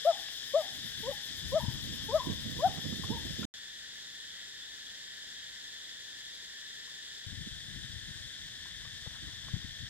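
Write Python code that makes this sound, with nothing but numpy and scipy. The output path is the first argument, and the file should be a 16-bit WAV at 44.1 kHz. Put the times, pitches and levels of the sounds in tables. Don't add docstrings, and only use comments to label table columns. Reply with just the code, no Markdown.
import sys
import numpy as np
from scipy import signal
from scipy.fft import rfft, irfft, next_fast_len
from scipy.io import wavfile
from scipy.ndimage import uniform_filter1d

SR = 44100
rng = np.random.default_rng(int(sys.argv[2]) if len(sys.argv) > 2 else 0)


def to_wav(s):
    ch = np.atleast_2d(s).T
    pcm = np.round(np.clip(ch, -1, 1) * 32767)
    wavfile.write(sys.argv[1], SR, pcm.astype(np.int16))


N = 436149
TIME_S = np.arange(N) / SR

# start/s, end/s, low, high, shrill frogs/dB, hiss/dB, left over right/dB, left lead/ms
SPOTS = [(0, 3.453, -53.5, -43.5, -53.5, -46.5, 6.5, 0.09),
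         (3.539, 7.26, -55.5, -49, -63, -50.5, 2, -0.081), (7.262, 9.9, -54.5, -48, -63.5, -50.5, 4, 0.082)]
# f/Hz, spread among frogs/Hz, mid pulse rate/Hz, pulse decay/s
LOW_FROG = (1766, 64, 105, 0.001)
HIGH_FROG = (3447, 105.6, 62, 0.0009)
SHRILL_FROG = (5090, 61, 120, 0.0019)
# f/Hz, relative density/dB
HISS_SPECTRUM = [(20, -25), (40, -4), (130, -5), (400, -8), (800, -12), (1300, -14.5), (2500, -6.5),
                 (4100, 3), (6700, -1.5), (8200, -6.5), (9200, -14), (12000, -19.5), (18000, -35)]
# start/s, end/s, f/Hz, filter width/Hz, level/dB
TRILLS = [(-5, 15, 1775, 110, -59.5), (3.3, 7.45, 7230, 300, -64.5), (4.7, 7.4, 7200, 160, -66),
          (7.2, 8.5, 9700, 500, -72), (7.2, 9.5, 8680, 350, -69), (7.2, 8.6, 7400, 700, -66)]
# f/Hz, coherence
COHERENCE = [(100, 0.488), (900, 0.281), (1800, 0.84), (2600, 0.6), (6200, 0.55), (9900, 0.14), (10400, 1)]
# t/s, rate/Hz
STROKE_RATE = [(0, 6.8), (1.4, 8.3), (2.05, 9.5), (2.7, 13.5), (3.45, 13.5)]
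# t/s, level/dB, sharpness
STROKE_SHAPE = [(0, -58.5, 2.6), (.65, -57, 1.9), (2.05, -57, 2.6), (2.2, -59, 1.7), (3.45, -60.5, 1.8)]
# f/Hz, relative density/dB
SCRAPE_SPECTRUM = [(6000, -26), (9800, -4.5), (11380, 0.2), (11750, 0.5), (12750, -8), (13030, 3),
                   (13350, -7), (18000, -17.5)]
# t/s, left level/dB, right level/dB
BREEZES = [
    [(0, -86, -81), (.6, -81, -59), (.85, -53, -51), (1.12, -52, -47.5), (1.23, -68, -57.5),
     (1.4, -51, -47.5), (2.45, -43, -42), (2.7, -59, -39), (3.45, -39.5, -39)],
    [(7.26, -46, -62), (8.1, -50, -66), (8.5, -54, -61.5), (9.89, -49, -63)],
]
# centre/s, length/s, level/dB, left over right/dB
PUFFS = [(1.64, 0.6, -41.5, 20), (2.29, .11, -36, -19), (7.372, 0.28, -45, 20), (7.954, 0.86, -50, 11.5),
         (9.258, 0.11, -46.5, 1.5), (9.544, 0.24, -44.5, 10)]
# f/Hz, relative density/dB
EDDY_SPECTRUM = [(20, -16.5), (60, 5), (130, 4), (200, -1), (320, -21), (520, -43.5), (1200, -41),
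                 (6000, -85)]
# start/s, length/s, floor f/Hz, top f/Hz, top t/s, swell level/dB, swell t/s, swell half width/s,
# dip t/s, dip gain/dB, octave start/dB, octave end/dB, octave gap t/s,
# trail and closing note f/Hz, trail level/dB, note level/dB; t counts from the call's start
WHOOPS = [ (0.047, 0.077, 560, 692, 0.036, -19, 0.032, 0.026, 0.018, -7, -45, -45, 0.014, 776, -46.5, -58),
          (.536, 0.089, 536, 656, 0.039, -20, 0.019, 0.027, 0.038, -3.5, -41.5, -54, 0.044, 754, -49.5, -54),
          (1.029, 0.098, 429, 565, 0.078, -28.5, 0.069, 0.017, 0.076, -14, -49, -59, 0.063, 830, -56, -48),
          (1.517, 0.082, 504, 652, 0.054, -22, 0.044, 0.019, 0.034, -5.5, -49, -45, 0.022, 935, -43, -42.5),
          (2.082, .118, 412, 646, 0.087, -19.8, 0.072, 0.011, 0.038, -14, -44.5, -43, 0.054, 1022, -40, -34.5),
          (2.583, .11, 450, 778, 0.087, -20, .069, 0.014, 0.034, -12, -50, -49, 0.044, 764, -45, -52),
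          (3.098, 0.067, 414, 471, 0.039, -42.5, 0.058, 0.033, 0.043, -6.5, -46.5, -45, 0.044, 905, -54, -44)]
# t/s, level/dB
CHIRPS = [(.12, -47.5), (.255, -52), (4.61, -52)]
# t/s, start f/Hz, level/dB, T60/s
BUBBLES = [(.285, 2750, -35, 0.016), (3.035, 1000, -38, 0.052), (3.429, 1324, -37.5, 0.056),
           (6.875, 983, -57, .07), (8.655, 940, -53, .06), (8.85, 1080, -51, 0.072),
           (9.063, 484, -36, 0.014), (9.071, 799.7, -46, 0.025), (9.483, 1060, -42, 0.025)]
# t/s, relative level/dB, f/Hz, port hit
THUMPS = [(1.627, -26.5, 188, "left"), (1.681, -22.5, 130, "left"), (2.265, -26, 166, "right"),
          (2.296, -22.5, 184, "right"), (2.924, -23.5, 190, "right"), (2.987, -30, 169, "right"),
          (3.099, -25, 210, "right"), (3.387, -26, 192, "right"), (3.436, -25.5, 220, "right"),
          (7.266, -31, 103, "left"), (7.325, -32.5, 103, "left"), (7.374, -34, 99, "left"),
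          (7.464, -36.5, 201, "right"), (7.76, -29, 97, "left"), (7.839, -34, 128, "left"),
          (9.069, -34, 121, "left"), (9.537, -24.5, 116, "left"), (9.564, -31.5, 177, "left"),
          (9.644, -32.5, 113, "left"), (9.823, -37, 110, "left")]
# f/Hz, relative density/dB
RIPPLE_SPECTRUM = [(250, -21), (900, 0), (1400, 0.5), (6000, -42)]
# start/s, end/s, level/dB
RIPPLE_SPELLS = [(1.7, 3.46, -67.5), (8.594, 9.7, -71.5)]

PORT_SCALES = (0.83, 1.397)
WHOOP_ATTACK_S, WHOOP_RELEASE_S = 0.0122, 0.016


def amp(db):
    return 10 ** (np.asarray(db) / 20)


def unit_rms(x):
    return x / np.sqrt(np.mean(x ** 2) + 1e-20)


def log_interp(points, hz):
    f, value = np.transpose(points)
    return np.interp(np.log(hz + 1), np.log(f + 1), value)


def add(mix, start_s, sound):
    part = mix[..., max(round(start_s * SR), 0):][..., :sound.shape[-1]]
    part += sound[..., :part.shape[-1]]


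def pan(balance_db):
    gains = amp(np.array([[.5], [-.5]]) * balance_db)
    return gains / np.sqrt((gains ** 2).mean(0))


def noise(spectrum, channels=1):
    size = next_fast_len(N)
    colour = amp(log_interp(spectrum, np.fft.rfftfreq(size, 1 / SR)))
    white = rng.standard_normal((channels, size))
    return unit_rms(irfft(rfft(white) * colour, size)[:, :N])


def wander(rate_hz, samples=N):
    knots = rng.standard_normal(4000)
    return unit_rms(np.interp(TIME_S * rate_hz, np.arange(len(knots)), knots))[:samples]


def far_frogs(kind, calls_per_s=36, distance_db=2, jitter=.15, sizes=7, pulses=14):
    mid_hz, spread_hz, pulse_hz, decay_s = kind
    crowds, t, pulse = np.zeros((2, N)), np.arange(SR // 60) / SR, np.arange(pulses)
    envelope = np.sin(np.pi * (pulse + .5) / pulses)
    for crowd in crowds:
        for rank in (np.arange(sizes) + .5) / sizes:
            hz = mid_hz + spread_hz * np.log(rank / (1 - rank))
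            calls = rng.random((800, 3 + pulses))[:int(calls_per_s * N / SR)]
            start, pace, nearness, slips = np.split(calls, [1, 2, 3], axis=1)
            onsets = start * N + SR * (pulse + 2 * jitter * slips) / (pulse_hz * (.5 + pace))
            strength = amp(-distance_db * np.log(1 - .98 * nearness)) * envelope
            clicks = np.bincount(onsets.astype(int).ravel() % N, strength.ravel(), N)
            sac = t * np.exp(-t / decay_s) * np.sin(2 * np.pi * hz * t)
            crowd += signal.oaconvolve(clicks, sac, "same")
    return unit_rms(np.diff(crowds, prepend=crowds[:, :1]))


def insect_hiss(flutter_db=.5):
    return noise(HISS_SPECTRUM, channels=2) * amp(flutter_db * wander(60))


def trills(fade_s=0.17):
    out = np.zeros((2, N))
    for start_s, end_s, hz, width_hz, db in TRILLS:
        band = signal.butter(1, [hz - width_hz / 2, hz + width_hz / 2], "band", fs=SR, output="sos")
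        note = unit_rms(signal.sosfilt(np.vstack([band, band]), rng.standard_normal((2, N))))
        fade = np.clip(np.minimum(TIME_S - start_s, end_s - TIME_S) / fade_s, 0, 1)
        out += amp(db) * note * fade
    return out


def stereo_image(pair, balance_db, lead_ms, in_phase_above_hz=10700):
    size = next_fast_len(N)
    hz = np.fft.rfftfreq(size, 1 / SR)
    left, unrelated = rfft(pair, size)
    coherence = np.clip(log_interp(COHERENCE, hz), 0, 1)
    lag = np.exp(-2j * np.pi * hz * (hz < in_phase_above_hz) * lead_ms / 1000)
    right = lag * (coherence * left + np.sqrt(1 - coherence ** 2) * unrelated)
    return irfft(np.array([left, right]), size)[:, :N] * pan(balance_db)


def katydid(first_s=0.062, ring_s=0.0078, balance_db=3.5):
    cycles = np.cumsum(np.interp(TIME_S, *np.transpose(STROKE_RATE))) / SR
    cycles -= np.interp(first_s, TIME_S, cycles)
    knots_s, *columns = np.transpose(STROKE_SHAPE)
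    db, sharpness = (np.interp(TIME_S, knots_s, column) for column in columns)
    strokes = np.exp(-sharpness * np.sin(np.pi * cycles) ** 2 / 2)
    t = np.arange(SR // 20) / SR
    wing = rng.standard_normal(len(t)) * np.exp(-t / ring_s)
    scrape = noise(SCRAPE_SPECTRUM)[0]
    ring = unit_rms(signal.oaconvolve(scrape, wing)[:N])
    rasp = unit_rms(scrape + .22 * ring)
    return rasp * amp(db) * strokes * (TIME_S < SPOTS[0][1]) * pan(balance_db)


def wind_strength():
    power = np.zeros((2, N))
    for curve in BREEZES:
        knots_s, *sides_db = np.transpose(curve)
        blowing = (TIME_S >= knots_s[0]) & (TIME_S <= knots_s[-1])
        power += amp([np.interp(TIME_S, knots_s, db) for db in sides_db]) ** 2 * blowing
    for centre_s, length_s, db, balance_db in PUFFS:
        puff = (amp(db) * pan(balance_db)) ** 2 * np.hanning(round(length_s * SR))
        add(power, centre_s - length_s / 2, puff)
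    return np.sqrt(power)


def eddies(scale):
    return noise([(hz * scale, db) for hz, db in EDDY_SPECTRUM])[0]


def wind(lumps_db=4.0, lumps_per_s=42, gust_db=-40, bright_db=-10, bright_exponent=0.53):
    out = []
    for strength, scale in zip(wind_strength(), PORT_SCALES):
        slow, fast = eddies(scale), eddies(2 * scale)
        lumps = unit_rms(amp(lumps_db * np.minimum(wander(lumps_per_s), 1.2)))
        brightness = amp(bright_db) * (strength / amp(gust_db)) ** bright_exponent
        out.append(strength * lumps * (slow + brightness * fast))
    return np.array(out)


def narrow_resonance_db(hz, centre_hz=1016, half_width_hz=39, peak_db=6.8):
    return peak_db / (1 + ((hz - centre_hz) / half_width_hz) ** 2)


def whoop(length_s, floor_hz, top_hz, top_s, db, swell_s, swell_width_s, dip_s, dip_db,
          octave_start_db, octave_end_db, gap_s, dip_width_s=0.0049, skip_hz_per_db=2,
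          gap_width_s=0.006, gap_db=-9.5, throat_cutoff_hz=550, firm_db=-38):
    t = np.arange(0, length_s, 1 / SR)
    sag = np.where(t < top_s, 3.3 * (t / top_s - 1) ** 2, 1.25 * ((t - top_s) / (length_s - top_s)) ** 2)
    dip_curve_db = dip_db * np.exp(-((t - dip_s) / dip_width_s) ** 2)
    hz = floor_hz + (top_hz - floor_hz) * np.exp(-sag) - skip_hz_per_db * dip_curve_db
    swell = amp(db) / np.hypot(1, (abs(t - swell_s) / swell_width_s) ** 1.9)
    radiation = 1 / np.hypot(1, (throat_cutoff_hz / hz) ** 2)
    soft_voice = amp(octave_start_db + 3) * (1 - t / length_s)
    fundamental = np.hypot(swell * radiation, soft_voice) * amp(dip_curve_db)
    octave_db = np.linspace(octave_start_db, octave_end_db, len(t))
    octave_db += gap_db * np.exp(-((t - gap_s) / gap_width_s) ** 2)
    flutter_db = 2 * wander(120, len(t))
    octave = amp(octave_db + narrow_resonance_db(2 * hz) + flutter_db)
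    slack = 1 / (1 + fundamental / amp(firm_db))
    shimmer_db = 4 * slack ** 2 * wander(245, len(t))
    jitter = 0.025 * slack * wander(250, len(t))
    phase = 2 * np.pi * np.cumsum(hz * (1 + jitter)) / SR
    overtones = np.sin(2 * phase) + amp(-24) * np.sin(3 * phase)
    fade = np.minimum(t / WHOOP_ATTACK_S, 1) * np.minimum((length_s - t) / WHOOP_RELEASE_S, 1)
    return np.sqrt(2) * fade * (fundamental * amp(shimmer_db) * np.sin(phase) + octave * overtones)


def echo_trail(hz, db, rise_s=.007, t60_s=.39, width_hz=190):
    t = np.arange(SR // 2) / SR
    phase = 2 * np.pi * hz * t
    blur = wander(width_hz, len(t)) * np.sin(phase) + wander(width_hz, len(t)) * np.cos(phase)
    return amp(db - 60 * t / t60_s) * (1 - np.exp(-t / rise_s)) * unit_rms(blur)


def closing_note(hz, db, length_s=.028):
    t = np.arange(0, length_s, 1 / SR)
    return np.sqrt(2) * amp(db) * np.sin(np.pi * t / length_s) * np.sin(2 * np.pi * hz * t)


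def scatter(x, t60_s):
    t = np.arange(SR) / SR
    tail = rng.standard_normal((2, SR)) * amp(-60 * t / t60_s)
    return signal.fftconvolve(x[None], tail / np.linalg.norm(tail[0]), axes=1)[:, :len(x)]


def whooping_animal(echo_db=-29, air_db=-24, air_band_hz=(580, 980), balance_db=6):
    voice = np.zeros(N)
    for start_s, length_s, *shape, trail_hz, trail_db, note_db in WHOOPS:
        close_s = start_s + length_s - WHOOP_RELEASE_S / 2
        add(voice, start_s, whoop(length_s, *shape))
        add(voice, close_s, echo_trail(trail_hz, trail_db))
        add(voice, close_s, closing_note(trail_hz, note_db))
    band = signal.butter(2, air_band_hz, "band", fs=SR, output="sos")
    envelope = uniform_filter1d(abs(voice), size=400)
    air = unit_rms(signal.sosfilt(band, rng.standard_normal(N))) * envelope
    tail = amp(air_db) * scatter(air, t60_s=0.43)
    return voice * pan(balance_db) + amp(echo_db) * scatter(voice, t60_s=0.68) + tail


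def near_frogs(length_s=.04, pulse_hz=70):
    out, t = np.zeros(N), np.arange(0, length_s, 1 / SR)
    throb = 2 + np.cos(2 * np.pi * pulse_hz * t)
    chirp = np.sin(np.pi * t / length_s) * throb * np.sin(2 * np.pi * HIGH_FROG[0] * t)
    for start_s, db in CHIRPS:
        add(out, start_s, amp(db) * unit_rms(chirp))
    return out


def plips(rise_per_s=9, attack_s=0.0012, splash=0.75, balance_db=3):
    out, t = np.zeros(N), np.arange(SR // 8) / SR
    for start_s, hz, db, t60_s in BUBBLES:
        phase = 2 * np.pi * hz * t * (1 + rise_per_s * t / 2)
        spray = unit_rms(signal.lfilter(np.hanning(SR / hz), 1, rng.standard_normal(len(t))))
        envelope = amp(db - 60 * t / t60_s) * (1 - np.exp(-t / attack_s))
        add(out, start_s, envelope * (np.sin(phase) + splash * spray * np.cos(phase)))
    return out * pan(balance_db)


def thumps(rise_s=0.0053, roughness=0.71, gain_db=-3, far_port_db=-22):
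    out, t = np.zeros((2, N)), np.arange(SR // 10) / SR
    envelope = t / rise_s * np.exp(1 - t / rise_s)
    flutter = [eddies(1.28 * scale) for scale in PORT_SCALES]
    for start_s, db, hz, side in THUMPS:
        port = int(side == "right")
        push = np.sin(2 * np.pi * hz * t) + roughness * flutter[port][:round(start_s * SR)][-len(t):]
        port_gains = amp(far_port_db * (np.arange(2) != port))[:, None]
        add(out, start_s, amp(db + gain_db) * envelope * push * port_gains)
    return out


def ripples(laps_per_s=45, laps_db=6, balance_db=3):
    gain = sum(amp(db) * ((TIME_S >= start_s) & (TIME_S < end_s)) for start_s, end_s, db in RIPPLE_SPELLS)
    laps = unit_rms(amp(laps_db * np.minimum(wander(laps_per_s), 2)))
    return noise(RIPPLE_SPECTRUM) * laps * gain * pan(balance_db)


def scene():
    low, shrill = far_frogs(LOW_FROG), far_frogs(SHRILL_FROG, sizes=3)
    high = far_frogs(HIGH_FROG, calls_per_s=32, distance_db=1.5, jitter=.04, sizes=15, pulses=18)
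    hiss, trilling = insect_hiss(), trills()
    near = whooping_animal() + near_frogs() + katydid() + wind() + thumps() + plips() + ripples()
    out = np.zeros((2, N))
    for start_s, end_s, low_db, high_db, shrill_db, hiss_db, balance_db, lead_ms in SPOTS:
        chorus = amp(low_db) * low + amp(high_db) * high + amp(shrill_db) * shrill
        far = stereo_image(chorus + amp(hiss_db) * hiss + trilling, balance_db, lead_ms)
        out += (near + far) * ((TIME_S >= start_s) & (TIME_S < end_s))
    return out


def record(dry, cutoff_hz=18150):
    lowpass = signal.firwin(511, cutoff_hz, window=("kaiser", 9), fs=SR)
    return signal.oaconvolve(dry, lowpass[None], "same")


dry = scene()
out = record(dry)
to_wav(out)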